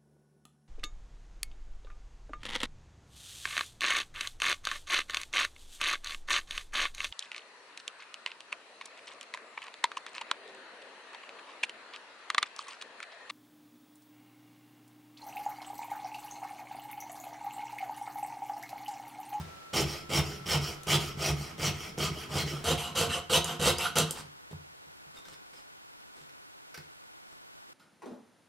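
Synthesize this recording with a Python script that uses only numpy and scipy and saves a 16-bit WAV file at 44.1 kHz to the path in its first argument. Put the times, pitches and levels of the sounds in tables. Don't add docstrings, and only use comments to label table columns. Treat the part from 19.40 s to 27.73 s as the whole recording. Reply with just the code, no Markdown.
import sys
import numpy as np
from scipy import signal
from scipy.fft import rfft, irfft
from scipy.io import wavfile
from scipy.ndimage import uniform_filter1d

SR = 44100
rng = np.random.default_rng(int(sys.argv[2]) if len(sys.argv) > 2 else 0)


def to_wav(s):
    ch = np.atleast_2d(s).T
    pcm = np.round(np.clip(ch, -1, 1) * 32767)
    wavfile.write(sys.argv[1], SR, pcm.astype(np.int16))


N = 367441
TAPS = 8192
HZ = np.fft.rfftfreq(TAPS, 1 / SR)
EDGE_HZ = 15900
CHANGE_S = 3.2

# t/s, cut length/s, cut top speed at/share of length, cut level/dB, squeal f/Hz,
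# return top speed at/share of length, return level/dB, rest after return/s
STROKES = [(.329, .12, .38, -27.5, 5400, .18, -39.5, .05), (.691, 0.13, 0.64, -29, 5420, 0.24, -43, 0.036),
           (1.056, 0.14, 0.49, -30, 5405, 0.24, -37, 0.091),
           (1.465, 0.12, 0.62, -25.5, 3470, .17, -38.5, .025),
           (1.768, 0.17, .6, -32, 5730, 0.34, -44, 0.0085),
           (2.176, 0.15, 0.59, -32, 5900, 0.62, -42.5, 0.043),
           (2.574, .135, .47, -32, 4450, 0.63, -42.5, .005),
           (2.887, 0.16, 0.73, -33.5, 4300, 0.14, -40.5, 0.0047),
           (3.237, .13, .45, -30.5, 696.4, .06, -35.5, 0.011),
           (3.549, .133, .33, -29, 2712, .45, -33.5, 0.082), (3.894, 0.1, .71, -23, 3849, .2, -35.5, 0.012),
           (4.193, 0.14, 0.65, -25.5, 2722, .45, -31, 0.044),
           (4.553, 0.086, .28, -27, 3280, 0.17, -49, .025)]
# t/s, peak/dB
SNAGS = [(.408, -21.5), (1.4336, -33), (2.585, -30), (3.242, -31), (4.044, -18), (4.1967, -34),
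         (4.384, -21.5), (4.557, -28), (4.585, -9.5), (4.709, -15.5)]
# f/Hz, width/Hz (at least 13 in use), height/dB
RING_SECOND = [(88, 16, 13.6), (152, 6.55, 18), (177.6, 15, 15.3), (250.6, 9.2, 14.4), (354, 19, 15),
               (464, 20.4, 22.8), (506, 35.4, 12.1), (546.6, 17, 11.4), (704, 69, 8.5), (860, 68, 2.3),
               (1203, 32, 1.7), (1410, 180, 6.7), (2696, 30, 11), (2790, 70, 5), (2886, 30, 10),
               (2956, 30, 10), (3035, 50, 9), (3135, 60, 8), (3275, 60, 9), (3831, 20, 9), (4640, 22, 6.2),
               (5020, 24, 3.3), (6140, 220, 5.8), (7250, 35, 10), (7340, 24, 4.7)]


def amp(db):
    return 10 ** (np.asarray(db) / 20)


def evened(x):
    return x / np.sqrt(np.mean(x ** 2) + 1e-20)


def read(points, hz, column=1):
    table = np.array(points, float)
    return np.interp(np.log(hz + 1), np.log(table[:, 0] + 1), table[:, column])


def add(mix, s, sound):
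    part = mix[max(round(s * SR), 0):][:len(sound)]
    part += sound[:len(part)]


def response(gain):
    cepstrum = irfft(np.log(np.maximum(gain / gain.max(), 1e-5)))
    cepstrum[1:TAPS // 2] *= 2
    cepstrum[TAPS // 2 + 1:] = 0
    taps = irfft(np.exp(rfft(cepstrum)))
    return taps / np.linalg.norm(taps)


def through(x, taps):
    return signal.oaconvolve(x, taps)[:N]


def ringing(modes):
    power = np.ones(len(HZ))
    for hz, width_hz, db in modes:
        width_hz = max(width_hz, 13)
        power += max(amp(db) ** 2 - 1, 0) / (1 + (2 * (HZ - hz) / width_hz) ** 2)
    return np.sqrt(power)


def below(hz, order=4):
    return 1 / np.sqrt(1 + (HZ / hz) ** (2 * order))


def fuzz(size, width_hz):
    hz = np.fft.fftfreq(size, 1 / SR)
    noise = rng.standard_normal(size) + 1j * rng.standard_normal(size)
    z = np.fft.ifft(noise / (1 + (hz / width_hz) ** 2))
    return z / np.sqrt(np.mean(abs(z) ** 2))


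def microphone_hiss():
    # f/Hz, level/dB
    hiss_colour = [(15, -18), (25, -13), (139, -9), (176, -5.5), (231, -11.5), (264, -6), (354, -5.5),
                   (558, -7), (903, -3.5), (3830, -14.5), (4260, -15.5), (13500, -27), (15000, -36)]
    # f/Hz, left-right likeness (-1 is opposite)
    likeness_table = [(60, -0.87), (400, -0.96), (1000, -0.95), (2400, -0.88), (6000, -0.75),
                      (15000, -0.34)]
    level_db = -51.5
    hz = np.fft.rfftfreq(N, 1 / SR)
    left, other = rfft(rng.standard_normal((2, N)))
    same = np.clip(read(likeness_table, hz), -1, 1)
    right = same * left + np.sqrt(1 - same ** 2) * other
    return amp(level_db) * evened(irfft(np.array([left, right]) * amp(read(hiss_colour, hz)), N))


def airy_wash():
    # t/s, level/dB
    air_levels = [(0, -51), (.33, -59), (1.05, -54.5), (2.5, -59.5), (3.3, -48.5), (3.8, -64), (8.33, -82)]
    # f/Hz, level/dB
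    air_colour = [(25, -11), (70, 9), (200, 2), (800, 0.5), (1800, -3), (5000, -10), (10000, -20.5),
                  (15000, -23)]
    hz, t = np.fft.rfftfreq(N, 1 / SR), np.arange(N) / SR
    noise = rfft(rng.standard_normal(N))
    air = evened(irfft(noise * amp(read(air_colour, hz)), N))
    return amp(np.interp(t, *np.transpose(air_levels))) * air


def thin_whine(whine_width_hz=60):
    # t/s, f/Hz, level/dB, fuzziness/0-1
    whine_track = [(0, 1340, -58, 0.2), (1.101, 1330, -55, 0.5), (2.2, 1334, -64.5, 0.6),
                   (3.2, 1327, -68, 0.58), (3.6, 1465, -73.5, 0.92), (8.33, 1450, -71, .95)]
    t = np.arange(N) / SR
    s, *columns = np.transpose(whine_track)
    pitch_hz, db, blur = (np.interp(t, s, column) for column in columns)
    blur = np.clip(blur, 0, 1)
    amplitude = np.sqrt(1 - blur ** 2) + blur * fuzz(N, whine_width_hz)
    tone = amplitude * np.exp(2j * np.pi * np.cumsum(pitch_hz) / SR)
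    return amp(db) * evened(tone.real)


def blows(events, gain, chatter_s, chatter_db):
    t, out, body = np.arange(TAPS) / SR, np.zeros(N), response(gain)
    for s, peak_db in events:
        contact = rng.standard_normal(TAPS) * np.exp(-t / chatter_s)
        contact *= amp(chatter_db) / np.linalg.norm(contact)
        contact[0] += 1
        sound = signal.fftconvolve(contact, body)
        add(out, s, amp(peak_db) * sound / abs(sound).max())
    return out


def peg_knocks():
    # t/s, peak/dB
    knock_events = [(0, -30), (.787, -21.5), (1.145, -22), (1.545, -23), (1.905, -29), (2.28, -26),
                    (4.605, -26), (5.112, -46), (5.131, -36.5), (5.47, -56), (5.667, -54), (5.91, -59),
                    (6.81, -59), (7.378, -47)]
    # f/Hz, level/dB
    knock_colour = [(30, -28), (60, -7), (88, 11.5), (115, -7), (150, 11.5), (190, -0.5), (245, -11),
                    (370, -16), (600, -25), (900, -10.5), (1500, -33), (3000, -41.5)]
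    return blows(knock_events, amp(read(knock_colour, HZ)), chatter_s=.016, chatter_db=-7)


def slides(grain_db=4, rub_hz=450):
    # t/s, length/s, level/dB, dull rub re scrape/dB
    slide_events = [(0, 0.022, -45, -21), (4.732, 0.1, -46.5, -25), (5.105, 0.027, -54.5, 7),
                    (5.73, 0.088, -58, -13), (5.836, 0.14, -57.5, -18), (6.111, 0.12, -60, -14),
                    (6.736, 0.12, -63.5, -8), (7.38, 0.049, -65.5, 2), (7.858, 0.1, -68, -23),
                    (8.269, 0.053, -70, -1)]
    # f/Hz, level/dB
    slide_colour = [(530, -2.5), (900, -1), (1420, -3), (2200, -5.5), (2450, -9), (3610, -4.5),
                    (4010, -7.5), (5080, -7), (6500, -11.5), (7760, -7.5), (15000, -25)]
    scrape, rub = np.zeros((2, N))
    for s, length_s, db, rub_db in slide_events:
        press = amp(db) * signal.windows.tukey(int(length_s * SR), .6)
        add(scrape, s, press)
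        add(rub, s, amp(rub_db) * press)
    grains = amp(grain_db * evened(uniform_filter1d(rng.standard_normal(N), size=150)))
    drive = evened(grains * rng.standard_normal(N))
    scraped = through(drive * scrape, response(amp(read(slide_colour, HZ))))
    rubbed = through(drive * rub, response(below(rub_hz) * (HZ / (HZ + 400)) ** 2))
    return scraped + rubbed


def cuts_and_returns():
    catch_s, return_catch = .045, .38
    turn_s = .006
    stick_s = .05
    stop_s = 4.88
    cuts, returns = [], []
    next_starts = [row[0] for row in STROKES[1:]] + [stop_s]
    for (s, length_s, top, db, _, return_top, return_db, rest_s), next_s in zip(STROKES, next_starts):
        cuts.append((s, length_s, top, db, np.exp(-top * length_s / catch_s)))
        turned_s = s + length_s + turn_s
        freed_s = max([turned_s] + [snag_s for snag_s, _ in SNAGS if snag_s < turned_s + stick_s])
        returns.append((freed_s, next_s - rest_s - freed_s, return_top, return_db, return_catch))
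    return cuts, returns


def motion(strokes, shakes, follow, grab_s=0.006, bench_lag=1.14):
    speed, edge, sheet, bench = np.zeros((4, N))
    average_db = np.mean([row[3] for row in strokes])
    sheet_follow, bench_follow = follow
    for s, length_s, top, db, catch in strokes:
        sheet_db, bench_db = shakes[int(s > CHANGE_S)]
        harder_db = db - average_db
        u = np.linspace(0, 1, int(length_s * SR))
        swing = abs(np.sin(np.pi * np.interp(u, [0, np.clip(top, .02, .98), 1], [0, .5, 1])))
        caught = catch * np.minimum(u * length_s / grab_s, 1) * np.sqrt(1 - u)
        force = abs(caught + (1 - catch) * swing ** 1.84)
        add(speed, s, swing)
        add(edge, s, amp(db) * force)
        add(sheet, s, amp(sheet_db + sheet_follow * harder_db) * force ** 0.76)
        shake = np.interp(np.linspace(0, 1, int(len(u) * bench_lag)), u, force)
        add(bench, s, amp(bench_db + bench_follow * harder_db) * shake ** 0.21)
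    return speed, edge, sheet, bench


def teeth(speed, nominal_tooth_hz, grit, uneven_db):
    wobble = evened(uniform_filter1d(rng.standard_normal(N), size=60))
    rate_hz = nominal_tooth_hz * (.4 + .7 * speed) * np.exp(.12 * wobble)
    turns = np.cumsum(rate_hz) / SR
    tooth = turns.astype(int)
    size = evened(amp(uneven_db * np.clip(rng.standard_normal(N), -2, 2)))[tooth]
    kicks = np.diff(tooth, prepend=0) * np.sqrt(SR / rate_hz) * size
    kicks -= uniform_filter1d(kicks, size=600)
    puff = evened(0.44 + np.exp(-(turns % 1) / 0.43))
    chips = puff * size * rng.standard_normal(N)
    grit = np.clip(grit, 0, 1)
    return np.sqrt(1 - grit) * kicks + np.sqrt(grit) * chips


def patchy(x, depth_db):
    z = signal.stft(x, nperseg=512)[2]
    patches = uniform_filter1d(rng.standard_normal(z.shape), size=6, axis=0)
    patches = evened(uniform_filter1d(patches, size=6, axis=1))
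    return signal.istft(z * evened(amp(depth_db * patches)), nperseg=512)[1][:N]


def sawing(strokes, shakes, follow, column, nominal_tooth_hz, grit, uneven_db, patchy_db, edge_db):
    # f/Hz, down stroke level/dB, up stroke level/dB
    rasp_first = [(30, -30, 5), (70.4, -4, -1), (228, -13, 5.5), (510, -10.5, -5), (1040, -7.5, -0.5),
                  (1770, -10.5, -5.5), (2800, -8, -5.5), (3630, -10, -11.5), (4800, -5.5, -1.5),
                  (8060, -10, -10.5), (12600, -18, -14.5), (15100, -18.5, -18)]
    # f/Hz, down stroke level/dB, up stroke level/dB
    rasp_second = [(30, -26, -23), (75, -5, -13), (226, -14, -11), (486, -9, -12.5), (1060, -3.5, 5),
                   (1740, -12, -9), (2850, -2, -2.5), (3900, 3.5, -4), (5400, -2.5, -10.5),
                   (9200, -2.5, -10), (13200, -11.5, -15.5), (15600, -20, -46)]
    # f/Hz, width/Hz (at least 13 in use), height/dB
    ring_first = [(80.6, 32, 13.5), (145, 7.1, 20), (172.6, 4.5, 16), (330.5, 9.8, 19.5), (396, 56, 19.5),
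                  (445, 47, 19), (627, 46, 17), (773, 99, 14.5), (1016, 120, 7), (1259, 58, 15),
                  (1440, 110, 9.5), (2130, 300, 6), (2240, 270, 7), (3060, 330, 11), (3000, 74, 1),
                  (3268, 21, 15.5), (3300, 14, 10), (4830, 14, 7), (5190, 47, 4.5), (5050, 33, -1),
                  (5360, 41, 8.5), (5530, 58, 9), (5890, 38, 6.5), (7100, 79, 3)]
    speed, edge, sheet, bench = motion(strokes, shakes, follow)
    drive = patchy(teeth(speed, nominal_tooth_hz, grit, uneven_db), patchy_db)
    forces = amp(edge_db) * edge, sheet, bench
    low, middle = below(250), below(2000)
    bands = np.sqrt(1 - middle ** 2), middle * np.sqrt(1 - low ** 2), low
    first = np.arange(N) < CHANGE_S * SR
    colours = (first, rasp_first, ring_first), (~first, rasp_second, RING_SECOND)
    out = np.zeros(N)
    for active, rasp, ring in colours:
        body = amp(read(rasp, HZ, column)) * ringing(ring) * below(EDGE_HZ, order=20) * HZ / (HZ + 15)
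        for force, band in zip(forces, bands):
            out += through(drive * force * active, response(body * band))
    return out


def down_strokes(cuts):
    # sheet/dB, bench/dB
    cut_shake = [(-33.5, -34), (-29, -34.5)]
    follow = .69, .38
    return sawing(cuts, cut_shake, follow, column=1, nominal_tooth_hz=899.0, grit=0.73,
                  uneven_db=2, patchy_db=2.0, edge_db=-1.02)


def blade_tone(length_s, first_hz, last_hz, width_hz):
    ring = fuzz(SR // 4, width_hz)[:int(length_s * SR)]
    turn = np.exp(2j * np.pi * np.cumsum(np.linspace(first_hz, last_hz, len(ring))) / SR)
    return evened((ring * turn).real) * signal.windows.tukey(len(ring), .7)


def singing(squeak_width_hz=80):
    squeal_levels = [-7, -11]
    # t/s, length/s, first f/Hz, last f/Hz, level/dB
    squeak_events = [(4.364, 0.045, 4500, 5400, -41.5), (5.757, 0.034, 3660, 3690, -57.5),
                     (5.835, 0.04, 3560, 3700, -64), (5.892, .08, 5200, 5170, -66),
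                     (6.126, 0.071, 5220, 5050, -62)]
    squeal_share = .45
    width_share, narrowing = .026, 1.6
    out = np.zeros(N)
    average_db = np.mean([row[3] for row in STROKES])
    for s, length_s, top, db, hz, *_ in STROKES:
        width_hz = hz * width_share * amp(narrowing * (average_db - db))
        tone = blade_tone(squeal_share * length_s, hz, hz, width_hz)
        squeal_db = db + squeal_levels[int(s > CHANGE_S)]
        add(out, s + length_s * (top - squeal_share / 2), amp(squeal_db) * tone)
    for s, length_s, first_hz, last_hz, db in squeak_events:
        add(out, s, amp(db) * blade_tone(length_s, first_hz, last_hz, squeak_width_hz))
    return out


def snags():
    # f/Hz, level/dB
    snag_colour = [(120, -36), (250, -3), (1100, -9.5), (2200, -9), (3200, -1.5), (4200, -1.5), (6200, 5),
                   (9000, 5), (11000, 1.5), (13000, -3), (16000, -14)]
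    body = amp(read(snag_colour, HZ)) * ringing(RING_SECOND)
    return blows(SNAGS, body, chatter_s=.0022, chatter_db=11)


def up_strokes(returns):
    # sheet/dB, bench/dB
    return_shake = [(-45, -49), (-43, -49)]
    follow = .83, .055
    return sawing(returns, return_shake, follow, column=2, nominal_tooth_hz=705.4, grit=0.81,
                  uneven_db=1.5, patchy_db=3.5, edge_db=-1.5)


def handling_clicks():
    # t/s, peak/dB
    click_events = [(5.109, -53), (5.769, -45), (5.854, -40.5), (5.94, -43.5), (6.135, -46), (6.603, -50),
                    (6.892, -47.5), (7.3437, -33), (7.351, -42), (7.376, -32.5)]
    # f/Hz, level/dB
    click_colour = [(120, -17), (300, -8), (480, 0), (640, -12), (900, -2), (1100, -10), (1600, -1.5),
                    (2200, -7), (3300, -8.5), (5000, -2), (8000, -16), (12000, -14), (15500, -22.5)]
    # f/Hz, width/Hz, height/dB
    click_ring = [(464, 34, 8), (1560, 96, 10), (1980, 100, 7), (2210, 62, 15.5), (2730, 80, 6),
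                  (4620, 90, 3), (5700, 62, 5)]
    body = amp(read(click_colour, HZ)) * ringing(click_ring)
    return blows(click_events, body, chatter_s=0.009, chatter_db=6.5)


def room(x, early_db, early_s, tail_db):
    # f/Hz, T60/s
    t60_table = [(100, 0.5), (500, 0.35), (3000, 0.38), (12000, 0.21)]
    # f/Hz, level/dB, third column not read
    side_table = [(80, -14.5, -9), (250, -10.5, -7), (1010, -9.5, -1), (4180, -7, .5), (10000, -3.5, 2)]
    t = np.arange(SR // 2) / SR
    signs = rng.choice([-1., 1.], (2, 2, len(t)))
    early, late = signs * (rng.random((2, 2, len(t))) < 3000 / SR)
    early *= np.exp(-t / early_s) * (t > .001)
    hz, frame_s, z = signal.stft(late * (t > .008), SR, nperseg=256)
    decay = amp(-60 * frame_s / read(t60_table, hz)[:, None])
    late = signal.istft(z * decay, SR, nperseg=256)[1][:, :len(t)]
    early *= amp(early_db) / np.linalg.norm(early[0])
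    late = late * amp(tail_db) / np.linalg.norm(late[0])
    echoes = rfft(early + late)
    echoes[1] *= amp(read(side_table, np.fft.rfftfreq(len(t), 1 / SR)))
    mid, side = (through(x, taps) for taps in irfft(echoes))
    return np.array([x + mid + side, x + mid - side])


def scene():
    cuts, returns = cuts_and_returns()
    work = down_strokes(cuts) + up_strokes(returns) + singing() + snags()
    handling = handling_clicks() + peg_knocks() + slides()
    near = room(work + handling, early_db=-7, early_s=0.012, tail_db=-7.5)
    balance_gain = amp([[-.4], [.4]])
    return near * balance_gain + microphone_hiss() + airy_wash() + thin_whine()


def record(dry):
    lowpass = signal.firwin(511, EDGE_HZ, window=("kaiser", 9), fs=SR)
    return signal.oaconvolve(dry, lowpass[None], "same")


dry = scene()
out = record(dry)
to_wav(out)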